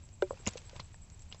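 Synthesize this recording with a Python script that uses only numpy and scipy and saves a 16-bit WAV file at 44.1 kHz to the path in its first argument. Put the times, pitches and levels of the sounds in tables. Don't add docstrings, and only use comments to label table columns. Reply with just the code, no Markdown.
import sys
import numpy as np
from scipy import signal
from scipy.fft import rfft, irfft
from scipy.io import wavfile

SR = 44100
rng = np.random.default_rng(int(sys.argv[2]) if len(sys.argv) > 2 else 0)


def transcribe(signal):
    frames = np.atleast_2d(signal).T
    limited = np.clip(frames, -1, 1)
    pcm = np.round(limited * 32767).astype(np.int16)
    wavfile.write(sys.argv[1], SR, pcm)


N = 61739
T = np.arange(N) / SR


def from_db(db):
    return 10 ** (np.asarray(db) / 20)


def unit_level(sound):
    return sound / np.sqrt(np.mean(sound ** 2) + 1e-20)


def band_noise(edges_hz, order=3):
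    band = signal.butter(order, edges_hz, "band", fs=SR, output="sos")
    return unit_level(signal.sosfilt(band, rng.standard_normal(N)))


def shaped_noise(shape):
    hz, db = np.transpose(shape)
    all_hz = np.maximum(np.fft.rfftfreq(N, 1 / SR), 1)
    gains = from_db(np.interp(np.log(all_hz), np.log(hz), db))
    return unit_level(irfft(rfft(rng.standard_normal(N)) * gains, N))


def burst(start, rise_s, fade_s):
    age = np.maximum(T - start, 0)
    swell = 1 - np.exp(-(age / rise_s) ** 2)
    return swell * np.exp(-np.minimum(np.log(1000) * age / fade_s, 100))


def ring(start, hz, rise_s, fade_s):
    return burst(start, rise_s, fade_s) * np.sin(2 * np.pi * hz * (T - start))


# (frequency [Hz], relative level [dB])
RUMBLE_SHAPE = [(15, -13.5), (25, 3), (45, -10.5), (65, -4.5), (90, -1), (120, -9.5), (170, -14.5),
                (260, -24.5), (400, -32), (800, -61)]
HISS_SHAPE = [(150, -14), (400, 7.5), (950, 7), (1700, -9), (2500, 4.5), (3300, -5), (5400, -2), (6900, 2),
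              (7600, 8), (8300, -6.5)]

def air():
    return from_db(-52.5) * shaped_noise(RUMBLE_SHAPE) + from_db(-68) * shaped_noise(HISS_SHAPE)


# (time [s], level [dB])
CRACKLE_LEVELS = [(0, -70.5), (.19, -74.5), (.24, -65), (.45, -62), (.50, -56), (.55, -59.5), (.63, -63),
                  (.78, -62.5), (.86, -66.5), (1.0, -71.5), (1.15, -69), (1.30, -69), (1.35, -64.5),
                  (1.4, -71)]

def weed_crackle(pops_per_s=5000, fade_cycles=8, boost_db_per_octave=1.5):
    sizes = from_db(0.5 * np.minimum(rng.exponential(1, N), 4)) * rng.choice([-1, 1], N)
    clicks = sizes * (rng.random(N) < pops_per_s / SR)
    pitches_hz = np.geomspace(453, 7200, 24)
    pitch_choice = rng.integers(0, len(pitches_hz), N)
    crackle = np.zeros(N)
    for k, hz in enumerate(pitches_hz):
        step = 2 * np.pi * hz / SR
        decay = np.exp(-np.log(1000) * hz / (fade_cycles * SR))
        feedback = [1, -2 * decay * np.cos(step), decay * decay]
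        pops = signal.lfilter([0, np.sin(step)], feedback, clicks * (pitch_choice == k) + 1e-18)
        crackle += from_db(boost_db_per_octave * np.log2(hz / pitches_hz[0])) * unit_level(pops)
    level_db = np.interp(T, *np.transpose(CRACKLE_LEVELS))
    return unit_level(crackle) * from_db(level_db)


CHIRP_STARTS = [0.027, 0.122, 0.206, 0.291, 0.386, 0.476, 0.561, 0.648, 0.741, 0.829, 0.927, 1.013, 1.112,
                1.196, 1.286, 1.375]

def insect(chirp_s=0.044, ramp_s=0.008):
    on_off = sum(np.clip(np.minimum(T - start, start + chirp_s - T) / ramp_s, 0, 1)
                 for start in CHIRP_STARTS)
    note = band_noise((7530, 7770), order=2)
    faint_upper_band = from_db(-10) * band_noise((7500, 8500))
    return from_db(-62.5) * on_off * (note + faint_upper_band)


# (time [s], fade time [s], low noise level [dB], middle noise level [dB],
# high noise level [dB], ring pitch [Hz], ring level [dB])
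STALK_SNAPS = [(.0885, 0.012, -66, -56.5, -52, 6000, -60), (.3080, 0.018, -74, -57, -71, 6900, -50),
               (.3730, 0.016, -52.5, -76, -72, 2670, -51), (0.4585, 0.0045, -68, -58, -34.5, 2700, -45),
               (0.4648, 0.0095, -33.5, -53, -32, 2670, -25.5), (.4672, 0.019, -61, -54, -61, 2126, -30),
               (0.4699, 0.045, -36.5, -44.5, -48, 2834, -32.5),
               (0.4735, 0.0087, -30, -40, -33, 6910, -15.5), (0.4784, .013, -29.5, -32, -34.5, 6700, -29),
               (.4845, 0.016, -42, -40.5, -38, 2680, -45), (0.4888, 0.011, -59, -38, -54, 7000, -31),
               (.5335, 0.023, -68, -51, -49.5, 6920, -46), (.5365, 0.009, -51, -65, -69, 2140, -46),
               (.5720, 0.046, -52, -45.5, -49.5, 6080, -47), (0.5781, 0.011, -72, -40.5, -50, 2780, -38),
               (.6170, 0.011, -51.5, -53, -53, 2200, -53), (.6945, 0.02, -50.5, -49, -50.5, 2900, -56),
               (.7560, 0.094, -50, -76, -63, 2520, -58), (.7625, 0.046, -64, -51.5, -65, 3520, -57),
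               (0.7957, 0.017, -45.5, -49, -55, 2126, -42), (.7986, 0.012, -43, -46, -53, 3440, -45),
               (.8000, 0.013, -56, -42, -48, 4800, -37), (.8020, 0.025, -60, -56, -73, 4250, -40),
               (0.807, 0.03, -59, -52, -64, 3860, -58), (.9432, 0.0051, -40, -48, -70, 1700, -33),
               (1.100, 0.012, -71, -55, -55, 6740, -47.5), (1.1930, 0.021, -79, -63, -56, 7160, -52.5),
               (1.2200, 0.042, -80, -63, -58, 6900, -56), (1.3150, 0.031, -57, -58, -78, 2820, -50.5),
               (1.3249, 0.0077, -49.5, -36.5, -58, 2950, -31), (1.3266, 0.0074, -56, -56, -70, 3580, -40.5),
               (1.3281, 0.04, -66, -49, -69, 2350, -60), (1.3450, 0.033, -52, -56.5, -58, 5000, -53.5)]

def stalk_snaps():
    treble_cut = signal.butter(8, 7630, fs=SR, output="sos")
    low, middle, high = [signal.sosfilt(treble_cut, band_noise(edges_hz))
                         for edges_hz in ((370, 1250), (1980, 5000), (5100, 7310))]
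    snaps = np.zeros(N)
    for start, fade_s, low_db, middle_db, high_db, hz, ring_db in STALK_SNAPS:
        tear = from_db(low_db) * low + from_db(middle_db) * middle + from_db(high_db) * high
        snaps += tear * burst(start, rise_s=0.0003, fade_s=fade_s)
        snaps += from_db(ring_db) * ring(start, hz, rise_s=0.0004, fade_s=fade_s)
    return snaps


# (pitch [Hz], relative level [dB], fade time [s])
BUCKET_NOTES = [(370.6, -2, 0.089), (431, 0, 0.041), (573, -3, 0.07), (781, -16.5, 0.054),
                (970, -18.5, 0.048), (1395, -7, 0.019), (1560, -12, 0.027), (2034, -30, 0.035),
                (2127, -24, 0.033), (2360, -31, 0.074), (2920, -20, .016), (3520, -25.5, 0.024),
                (4070, -26.5, 0.02)]

def bucket_knock(start=0.2219):
    lowest_hz = BUCKET_NOTES[0][0]
    walls = np.zeros(N)
    for k, (hz, db, fade_s) in enumerate(BUCKET_NOTES):
        rise_s = 0.003 * lowest_hz / hz
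        direction = (-1) ** k
        walls += direction * from_db(db) * ring(start, hz, rise_s, fade_s)
    crack = band_noise((1200, 6800), order=2) * burst(start, rise_s=0.00024, fade_s=0.027)
    return from_db(-18) * walls + from_db(-42) * crack


# (time [s], pitch [Hz], level [dB], fade time [s], overtone level compared with the note [dB])
MUD_PLOPS = [(0.3074, 527, -21, 0.025, -3), (.3185, 547, -44.5, 0.091, 2.5),
             (.3305, 532, -34.5, 0.034, -12), (.3990, 415, -47, .025, -8), (0.4732, 463, -37.5, 0.045, -1),
             (.5553, 494, -30, 0.028, -37), (.7105, 786, -49, 0.016, -1), (.7305, 527, -43.5, 0.05, -7),
             (.7470, 584, -48, 0.033, -10), (.7972, 1050, -31.5, 0.014, -7.5), (.9425, 986, -37, .005, -6)]

def mud_plops():
    plops = np.zeros(N)
    for start, hz, db, fade_s, overtone_db in MUD_PLOPS:
        note = ring(start, hz, rise_s=0.0012, fade_s=fade_s)
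        overtone = ring(start, hz * 1.955, rise_s=0.00076, fade_s=0.012)
        plops += from_db(db) * (note + from_db(overtone_db) * overtone)
    return plops


# (time [s], pitch [Hz], level [dB], fade time [s])
GROUND_THUDS = [(0.4704, 204, -23, 0.048), (0.475, 86, -33.5, 0.091), (0.7614, 119, -42.5, 0.11),
                (0.798, 141, -36, 0.046)]

def ground_thuds():
    return sum(from_db(db) * ring(start, hz, rise_s=0.0016, fade_s=fade_s)
               for start, hz, db, fade_s in GROUND_THUDS)


def scene():
    wading = bucket_knock() + mud_plops() + stalk_snaps() + ground_thuds() + weed_crackle()
    return (wading + insect() + air())[None]


def record(dry):
    microphone_cut = signal.cheby2(14, 55, 8900, fs=SR, output="sos")
    recorder_cut = signal.cheby2(12, 40, 15800, fs=SR, output="sos")
    hiss = from_db(-90.5) * rng.standard_normal(N)
    return signal.sosfilt(recorder_cut, signal.sosfilt(microphone_cut, dry) + hiss)


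dry = scene()
out = record(dry)
transcribe(out)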